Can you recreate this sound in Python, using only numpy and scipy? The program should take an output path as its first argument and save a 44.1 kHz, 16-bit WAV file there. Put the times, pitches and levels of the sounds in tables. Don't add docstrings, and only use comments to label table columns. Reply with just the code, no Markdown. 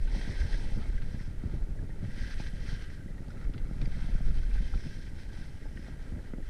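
import sys
import numpy as np
from scipy import signal
from scipy.fft import rfft, irfft, next_fast_len
from scipy.io import wavfile
from scipy.ndimage import uniform_filter1d

SR = 44100
rng = np.random.default_rng(int(sys.argv[2]) if len(sys.argv) > 2 else 0)


def master(y):
    cut = np.clip(np.atleast_2d(y).T, -1, 1)
    pcm = np.round(cut * 32767)
    wavfile.write(sys.argv[1], SR, pcm.astype(np.int16))


N = 286209

# frequency in Hz, density in dB.
RUMBLE_SPECTRUM = [(8, 8), (20, 3.5), (36, 2.5), (60, -10), (100, -20), (200, -46.5)]
FLUTTER_SPECTRUM = [(30, -63), (60, -0.5), (120, -5), (170, -9.5), (240, -16), (330, -26.5), (600, -77)]
RUSH_SPECTRUM = [(120, -24), (250, 3), (400, -2), (600, -6.5), (900, -34), (1200, -22.5), (2000, -39)]
# time in seconds, then rumble, flutter and rush levels in dB.
GUSTS = [(0.0, -24.5, -44.5, -54.5), (0.32, -35, -45.5, -52), (0.63, -29.5, -43, -51.5),
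         (0.98, -28, -43.5, -54), (1.32, -41.5, -45, -57), (1.66, -31.5, -43, -54),
         (1.86, -35.5, -43.5, -55), (2.42, -33.5, -44, -55), (2.75, -34.5, -45, -53.5),
         (2.95, -39.5, -44, -59), (3.23, -40.5, -45.5, -55.5), (3.65, -37, -42, -53.5),
         (3.95, -29, -41, -53.5), (4.25, -29.5, -40, -52.5), (4.5, -27, -44.5, -56),
         (4.88, -37.5, -46, -57), (5.51, -39, -45, -57.5), (5.67, -43, -51.5, -57), (5.95, -39, -44, -55.5),
         (6.1, -39, -46, -53.5), (6.17, -39.5, -42, -50.5), (6.27, -39.5, -49.5, -57),
         (6.49, -30, -51, -58)]
# time in seconds, level change in dB.
BUFFETS = [(0.029, 1), (.17, 1.5), (.42, 10), (.56, 5.5), (.73, 2.5), (1.0, 2.5), (1.26, 7), (1.37, 7),
           (1.51, 4.5), (1.62, 3.5), (2.04, -2.5), (2.24, 4.5), (2.4, 4), (2.72, 3.5), (3.13, 3.5),
           (3.47, 11), (3.63, 8), (3.84, 8.5), (4.15, 6), (4.29, 11), (4.39, 4.5), (4.59, 9), (4.76, 8),
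           (5.02, 4), (5.37, 3.5), (5.67, 10.5), (6.12, 4), (6.46, -3.5)]
# start in seconds, thump peak in dB, pitch it sinks to in Hz,
# sharp front in dB against the thump, change in the flutter in dB.
EDDY_POPS = [(.159, -26.5, 130.4, -17, 7), (0.179, -28.5, 121, -23, -2), (.274, -29, 141, -8, 5),
             (0.291, -34, 110, -9, 4.5), (.446, -26, 95, -22, 5), (0.542, -31, 101, -8, 0),
             (.715, -31, 121, -17, -4), (0.772, -26, 133, -11, 6.5), (0.895, -36, 164, -16, 2),
             (1.013, -43, 156, 3, 1), (1.141, -25.5, 129.5, -10, 7), (1.205, -29.5, 123, -16, -1),
             (1.273, -31, 91, -21, 1), (1.435, -27.5, 159, -9, 0), (1.451, -24.5, 85, -27, 6),
             (1.53, -33, 98, -22, 8), (1.69, -38, 168, -16, 2.5), (1.808, -35, 120, -13, 5),
             (2.025, -24.5, 104, -24, 9.5), (2.037, -28.5, 125, -10, 2.5), (2.05, -24.5, 90, -22, -7),
             (2.175, -34, 162, -23, -1.5), (2.399, -33, 153, 5, -2), (2.531, -30, 129, -9, 2.5),
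             (2.725, -27, 112, -12, 0.5), (3.102, -33, 107, -5.5, -2), (3.492, -34.5, 164, -9, 0.5),
             (3.544, -32, 163, -14, 2), (3.709, -28.5, 148, -6, -2), (3.817, -30, 128, -4, 12.5),
             (3.836, -32, 104, -26, -5), (3.872, -26.5, 130, -7, -5), (3.971, -33, 101, -7, -3),
             (4.039, -29.5, 127, -14, 0), (4.085, -30.5, 114, -2, 0.5), (4.148, -28.5, 121, -5, -1.5),
             (4.204, -27, 131, -5, -8), (4.279, -39, 128, -21, 1.5), (4.296, -42, 96, -27, 6),
             (4.318, -39, 112, -12, -10), (4.557, -37, 158, 3, -1.5), (4.602, -28, 114, -13, 3),
             (4.736, -39, 114, 5, 16.5), (4.863, -27.5, 131, -17, 6), (5.654, -41.5, 177, 8.5, 10.5),
             (5.759, -36.5, 164.5, -19, 4), (5.79, -36, 170, -6, -2), (5.882, -38, 154, 5, 1.5),
             (6.119, -30, 130, -11, -0.5), (6.162, -37, 170, 2, 3), (6.18, -34, 107, -14, -1),
             (6.298, -42, 170, -2, -3), (6.333, -27.5, 165, -4, 5.5), (6.381, -31, 173, -1.5, 7)]

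# centre in Hz, width in Hz, relative level in dB.
WHISTLE_BANDS = [(5200, 260, -5), (5740, 400, -11)]
# frequency in Hz, density in dB.
CRUNCH_SPECTRUM = [(950, -29), (1200, -4.5), (1400, 1), (1550, -8.5), (2200, -7.5), (2800, -19)]
SCRAPE_SPECTRUM = [(300, -30), (550, -6), (700, -2), (880, -2), (1000, -0.5), (1100, -0.5), (1500, -13)]
GLIDE_SPECTRUM = [(600, -23), (1100, 1), (1500, 3.5), (2100, 0), (2700, -16), (4000, -14.5), (8000, -34.5)]
SPRAY_SPECTRUM = [(900, -43), (1600, 3), (3000, 0.5), (5500, -0.5), (6500, -3.5), (8000, -24), (12000, -73)]
DUST_SPECTRUM = [(4000, 0), (6500, -2), (8500, -2.5), (10500, -6.5), (12000, -26), (15000, -20)]
# time in seconds, level in dB.
WHISTLE_LEVELS = [(0, -77), (.4, -63), (.55, -60), (.7, -75), (1.12, -94), (1.18, -66), (1.3, -74),
                  (1.4, -90), (2.3, -78), (3.2, -80), (4.6, -80), (4.8, -63), (5.05, -65), (5.12, -76),
                  (5.2, -69), (5.28, -80), (5.38, -70), (5.52, -73), (5.58, -74), (5.85, -68.5), (6.0, -79),
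                  (6.49, -95)]
CRUNCH_LEVELS = [(0, -72), (.2, -76), (.75, -66), (.85, -56.5), (.92, -78), (1.5, -64), (1.7, -72),
                 (2.2, -68), (3.1, -72.5), (3.28, -67), (3.45, -60), (3.49, -68), (3.6, -65), (3.95, -69),
                 (4.3, -62.5), (4.7, -80), (5.2, -75), (6.1, -66.5), (6.3, -71), (6.49, -70)]
SCRAPE_LEVELS = [(.04, -65), (.16, -55), (.32, -57.5), (.42, -61), (.46, -53.5), (.6, -57.5), (.76, -58.5),
                 (.85, -55), (.92, -67), (1.3, -67), (1.57, -59), (1.66, -65), (2.2, -64.5), (2.55, -68),
                 (3.05, -68), (3.42, -61), (3.5, -66), (3.7, -64), (4.0, -60.5), (4.5, -64), (5.15, -69),
                 (5.25, -63), (5.6, -67.5), (6.05, -66), (6.17, -60), (6.24, -64), (6.46, -67)]
# time in seconds, level in dB.
EDGE_LOAD = [(0.03, -62), (.17, -55), (.55, -52), (.75, -57.5), (.92, -65.5), (1.1, -65), (1.22, -61.5),
             (1.35, -71.5), (1.55, -66), (1.63, -75.5), (1.98, -73), (2.2, -54), (2.48, -53), (2.5, -66.5),
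             (2.62, -58), (2.7, -53), (2.85, -67), (3.02, -74.5), (3.26, -73.5), (3.45, -68.5), (3.47, -75),
             (3.75, -67), (4.03, -57), (4.4, -69), (4.57, -57), (4.87, -58.5), (5.07, -62.5), (5.45, -62),
             (5.7, -70.5), (5.88, -62), (6.17, -71.5), (6.28, -68.5), (6.38, -79), (6.46, -65)]
# time in seconds, level change in dB.
GLIDE_TRIM = [(0, 0.5), (.5, -1.5), (.7, -4), (1.0, 6.5), (1.3, 2), (1.9, 8.5), (2.3, -5.5), (2.95, 4.5),
              (3.4, 5.5), (3.9, 2), (4.4, 0), (5.0, 1), (5.8, 3), (6.49, 5)]
# time in seconds, half width in seconds, level change in dB.
BUMPS = [(.41, 0.0075, 1.5), (.44, 0.012, -2.5), (.54, 0.0074, 2.5), (.83, 0.027, 2), (2.05, 0.012, 6),
         (2.33, 0.018, 4), (2.36, 0.013, -10), (2.93, 0.029, 8), (4.26, 0.025, 4.5), (4.39, 0.05, 10),
         (5.29, 0.028, -5), (5.73, .02, 0), (2.83, 0.018, 8), (4.47, 0.029, -4), (4.72, 0.034, -3.5),
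         (5.13, 0.024, -9), (5.2, 0.011, 5), (5.56, 0.017, -6), (5.78, .012, 3), (5.82, 0.024, -2),
         (.2, 0.047, 2.5), (1.55, 0.011, 3.5), (3.43, 0.022, 4.5), (5.96, 0.027, -8), (6.36, 0.028, -11)]

# pitch in Hz, time to fall 60 dB in seconds.
SKI_MODES = [(830, 0.075), (1415, 0.033), (1599, 0.047), (1938, 0.047), (2440, 0.0092), (3050, 0.017),
             (3950, 0.014), (4880, 0.019), (1320, 0.017), (2130, 0.03)]
RASP_MODES = [2, 3, 9, 5]
# time in seconds, then the level of each of those modes in dB.
RASP_LEVELS = [(0, -81, -78, -74, -85), (.17, -63, -56, -57, -76), (.4, -54.5, -63, -69, -72),
               (.56, -59, -67, -76, -71), (.65, -65, -66, -63, -69), (.87, -70, -69, -65, -81),
               (1.0, -67, -72, -78, -73), (1.9, -80, -73, -82, -85), (2.2, -58, -54.5, -76, -70),
               (2.33, -52, -62, -73, -64), (2.37, -65, -61, -72, -71), (2.48, -54, -62, -75, -65),
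               (2.52, -66, -63, -79, -70), (2.7, -57, -63, -80, -69), (2.83, -60, -61, -80, -63),
               (2.97, -63, -66, -72, -81), (3.1, -71, -69, -85, -86), (3.3, -74, -71, -77, -85),
               (3.6, -71, -72, -76, -87), (4.0, -69, -77, -70, -76), (4.5, -64, -67, -72, -77),
               (5.5, -64.5, -70.5, -78, -77), (6.49, -72, -68.5, -83, -76)]
# start in seconds, knock centre in Hz, knock drive in dB, # snap centre in Hz, snap
# drive in dB, drive of the crust's crack in dB.
LUMP_HITS = [(0.074, 1600, -44, 3100, -52, -43), (.212, 2000, -42, 1600, -43, -60),
             (0.249, 1590, -44, 3100, -59, -60), (.414, 1610, -41, 2000, -40, -60),
             (0.529, 1910, -37, 1600, -52, -54), (0.542, 1660, -35, 1960, -44, -54),
             (.975, 1960, -45, 3100, -77, -75), (.98, 1600, -42, 3100, -78, -72),
             (1.02, 1490, -41, 3420, -47, -44), (1.148, 1600, -49, 1960, -59, -65),
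             (1.434, 850, -55, 1420, -56, -60), (1.788, 1570, -46, 3100, -71, -66),
             (1.902, 1950, -46.5, 3100, -72, -68), (2.049, 1600, -49, 1960, -50, -60),
             (2.399, 850, -45, 2440, -42, -38), (3.006, 1650, -43, 3100, -62, -58),
             (3.08, 1910, -49, 3100, -73, -70), (3.179, 1890, -49, 3100, -60, -52),
             (3.282, 1500, -69, 4400, -54, -56), (3.304, 1410, -44, 4800, -52, -52),
             (3.425, 1940, -55, 1420, -52, -57), (3.498, 1500, -76, 4700, -59, -58),
             (3.538, 2160, -52, 3800, -47, -44.5), (3.544, 1320, -40, 2450, -56, -52),
             (3.579, 2210, -43, 3800, -50, -43.5), (3.71, 860, -53, 1290, -56, -60),
             (3.815, 2450, -42, 3900, -41, -40), (3.826, 2300, -38, 4500, -61, -57),
             (3.856, 2390, -30.5, 4900, -42, -49), (4.431, 1600, -47, 4300, -47, -48),
             (4.512, 1690, -45, 2450, -43, -44), (4.554, 1600, -43, 850, -50, -60),
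             (4.581, 1610, -43, 2450, -39, -56), (4.737, 1430, -37.5, 850, -53, -50),
             (4.776, 2450, -39, 3100, -60, -58), (4.836, 1530, -43, 1960, -51, -62),
             (5.657, 850, -49, 2450, -65, -61), (5.772, 1790, -33, 3100, -46, -58),
             (5.886, 1960, -56, 1420, -50, -59), (6.192, 834, -60, 1600, -54, -64),
             (6.335, 1320, -42, 1960, -49, -52), (6.425, 1960, -48, 1600, -65, -64)]

# centre in Hz, width in Hz, gain in dB.
HOUSING_EQ = [(862, 215, 6.5), (1142, 404, -17), (1595, 140, 6.5), (1665, 85, -8), (1945, 130, 0.5),
              (2670, 100, 6.5), (2833, 176, -12.5), (3133, 130, 5.5), (3860, 280, -1.5), (4040, 180, 2.5),
              (4520, 390, -1.5), (5100, 63, -3), (6980, 1140, -12), (8200, 390, 4.5)]
# frequency in Hz, density in dB.
HISS_SPECTRUM = [(1500, 4), (3000, -0.5), (6000, -4), (9500, -4.5), (12000, -10), (15500, -20)]


def from_db(db):
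    return 10 ** (np.asarray(db) / 20)


def unit_rms(x):
    return x / np.sqrt(np.mean(x ** 2) + 1e-20)


def envelopes(rows):
    times, *columns = np.transpose(rows)
    return [np.interp(np.arange(N) / SR, times, column) for column in columns]


def swells(centres_s, half_width_s, db):
    t = np.arange(0, N + 64, 64) / SR
    bells = db * np.exp(-.5 * ((t[:, None] - centres_s) / half_width_s) ** 2)
    return np.interp(np.arange(N) / SR, t, bells.sum(axis=1))


def drift(corner_hz):
    hop, settle = 40, 2000
    pole = np.exp(-2 * np.pi * corner_hz * hop / SR)
    noise = rng.standard_normal(N // hop + settle + 2)
    slow = signal.lfilter([1], [1, -2 * pole, pole * pole], noise)[settle:]
    return np.interp(np.arange(N) / hop, np.arange(len(slow)), unit_rms(slow))


def grains(per_s, spread_db):
    sizes = from_db(spread_db * np.minimum(rng.exponential(1, N), 4)) * rng.choice([-1, 1], N)
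    return unit_rms(sizes * (rng.random(N) < per_s / SR))


def coloured(x, spectrum):
    size = next_fast_len(N)
    hz = np.maximum(np.arange(size // 2 + 1) * SR / size, 1)
    points_hz, points_db = np.transpose(spectrum)
    shape_db = np.interp(np.log(hz), np.log(points_hz), points_db, left=-90, right=-90)
    return unit_rms(irfft(rfft(x, size) * from_db(shape_db), size)[:N])


def evened(x, window_s):
    power = uniform_filter1d(x ** 2, round(window_s * SR))
    return unit_rms(x / np.sqrt(power + 0.029))


def patchy(x, spread_db):
    size = next_fast_len(N)
    octave = np.log2(np.maximum(np.arange(size // 2 + 1) * SR / size, 1) / 500)
    spectrum, out = rfft(x, size), 0
    for k in range(10):
        band = np.clip(1 - np.abs(2 * octave - k), 0, 1)
        wobble_db = spread_db * (0.3 * drift(2.0) + drift(24.5))
        out += irfft(spectrum * band, size)[:N] * from_db(wobble_db)
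    return out


def resonate(x, hz, radius):
    return signal.lfilter([1, 0, -1], [1, -2 * radius * np.cos(2 * np.pi * hz / SR), radius ** 2], x)


def ping(t, hz, t60, phase=0):
    attack = np.minimum(t / max(.5 / hz, .0018), 1)
    return np.sin(2 * np.pi * hz * t + phase) * attack * from_db(-60 * t / t60)


def add(out, start_s, sound):
    at = round(start_s * SR)
    out[at:at + len(sound)] += sound[:N - at]


def wind():
    rumble_db, flutter_db, rush_db = envelopes(GUSTS)
    buffet_s, lift_db = np.transpose(BUFFETS)
    buffet_db = swells(buffet_s, half_width_s=0.03, db=lift_db)
    pop_s, *_, pop_stir_db = np.transpose(EDDY_POPS)
    stir_db = swells(pop_s + 0.017, half_width_s=0.017, db=pop_stir_db)
    lumps = drift(42)
    rumble = evened(coloured(rng.standard_normal(N), RUMBLE_SPECTRUM), window_s=0.121)
    rumble *= from_db(rumble_db + buffet_db)
    flutter = evened(coloured(grains(400, spread_db=2.5), FLUTTER_SPECTRUM), window_s=0.087)
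    flutter *= from_db(flutter_db + stir_db + 2.3 * lumps)
    rush = coloured(grains(900, spread_db=1.0), RUSH_SPECTRUM)
    rush *= from_db(rush_db + 0.5 * stir_db + 1.03 * lumps + 0.64 * drift(30))
    return rumble + flutter + rush


def wind_pops():
    overshoot, sink_s, swell_cycles = 4.45, 0.0015, 0.71
    out, t = np.zeros(N), np.arange(round(.06 * SR)) / SR
    for start_s, peak_db, hz, front_db, _ in EDDY_POPS:
        thump_phase, front_phase, detune = rng.standard_normal(3) * [0.53, 1.54, 1]
        cycles = hz * (t + overshoot * sink_s * (1 - np.exp(-t / sink_s)))
        age = t * hz / swell_cycles
        thump = np.sin(2 * np.pi * cycles + thump_phase) * (age * np.exp(1 - age)) ** 4.7
        front_hz = 580 * (1 + .17 * np.clip(detune, -2, 2))
        front = from_db(front_db) * ping(t, front_hz, t60=6.6 / front_hz, phase=front_phase)
        add(out, start_s + 0.0009, from_db(peak_db) * (front - thump))
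    return out


def spray_whistle():
    out = 0
    for hz, width_hz, db in WHISTLE_BANDS:
        radius = np.exp(-np.pi * width_hz / SR)
        band = resonate(resonate(rng.standard_normal(N), hz, radius), hz, radius)
        out += unit_rms(band) * from_db(db + 3.9 * drift(14))
    return out * from_db(envelopes(WHISTLE_LEVELS)[0])


def crust_crunch():
    crunch = coloured(grains(500, spread_db=3.0), CRUNCH_SPECTRUM)
    return crunch * from_db(envelopes(CRUNCH_LEVELS)[0] + 1.7 * drift(43))


def edge_rasp():
    ring_share = .5
    out = 0
    for row, level_db in zip(RASP_MODES, envelopes(RASP_LEVELS)):
        hz, t60 = SKI_MODES[row]
        radius = from_db(-60 / (ring_share * t60 * SR))
        out += from_db(level_db) * unit_rms(resonate(grains(450, spread_db=3.5), hz, radius))
    return out


def lump_ticks():
    flex, crack_t60 = 0.046, 0.044
    out, t = np.zeros(N), np.arange(round(.09 * SR)) / SR
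    modes_hz = np.array(SKI_MODES)[:, 0]
    fade = from_db(-60 * t / crack_t60)
    for start_s, knock_hz, knock_db, snap_hz, snap_db, crack_db in LUMP_HITS:
        noise = rng.standard_normal(len(t))
        bend = 1 + flex * np.tanh(noise[-1])
        rings = np.array([ping(t, hz * bend, t60) for hz, t60 in SKI_MODES])
        knock = from_db(knock_db - 69 * np.abs(np.log2(modes_hz / knock_hz)))
        snap = from_db(snap_db - 54 * np.abs(np.log2(modes_hz / snap_hz)))
        roughness = 1 + 1.12 * uniform_filter1d(uniform_filter1d(noise, size=30), size=30)
        crust_band = signal.butter(4, [0.3 * snap_hz, 1.21 * snap_hz], "band", fs=SR, output="sos")
        crack = from_db(crack_db) * signal.sosfilt(crust_band, noise * fade)
        add(out, start_s, roughness * ((knock + snap) @ rings) + crack)
    return out


def carving_skis():
    glide_base_db, dust_base_db, steady_above_db = -62, -71.5, -54
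    load_db, = envelopes(EDGE_LOAD)
    scrape_db, = envelopes(SCRAPE_LEVELS)
    trim_db, = envelopes(GLIDE_TRIM)
    spray_db = load_db + swells(*np.transpose(BUMPS))
    swing_db = spray_db - load_db.mean()
    hanging_db = uniform_filter1d(swing_db, round(0.083 * SR))
    looseness = 1 - 0.32 * np.clip((load_db - steady_above_db) / 5, 0, 1)
    chatter = looseness * (drift(51) + 0.28 * drift(9))
    glide = coloured(grains(2000, spread_db=1.0), GLIDE_SPECTRUM)
    glide *= from_db(glide_base_db + trim_db + swing_db + 1.47 * chatter + looseness * drift(40))
    spray = coloured(grains(9000, spread_db=2.5), SPRAY_SPECTRUM)
    spray *= from_db(spray_db + 0.97 * chatter + 0.59 * drift(57))
    dust = coloured(grains(14000, spread_db=2.0), DUST_SPECTRUM)
    dust *= from_db(dust_base_db + 0.73 * hanging_db + chatter)
    scrape = coloured(grains(1500, spread_db=4.0), SCRAPE_SPECTRUM)
    scrape *= from_db(scrape_db + 1.1 * chatter)
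    return patchy(glide + spray + dust + scrape, spread_db=1.5)


def housing(x):
    for hz, width_hz, db in HOUSING_EQ:
        tuning = -2 * np.cos(2 * np.pi * hz / SR)
        width, gain = np.pi * width_hz / SR, from_db(db / 2)
        zeros = [1 + width * gain, tuning, 1 - width * gain]
        poles = [1 + width / gain, tuning, 1 - width / gain]
        x = signal.lfilter(zeros, poles, x)
    return x


def scene():
    mix = housing(carving_skis()) + lump_ticks() + wind() + wind_pops()
    mix += edge_rasp() + spray_whistle() + crust_crunch()
    return mix[None, :]


def record(dry):
    hiss_db, cutoff_hz = -69, 15150
    hiss = from_db(hiss_db) * coloured(rng.standard_normal(N), HISS_SPECTRUM)
    low_pass = signal.ellip(12, .5, 60, cutoff_hz, fs=SR, output="sos")
    return signal.sosfilt(low_pass, dry + hiss)


dry = scene()
out = record(dry)
master(out)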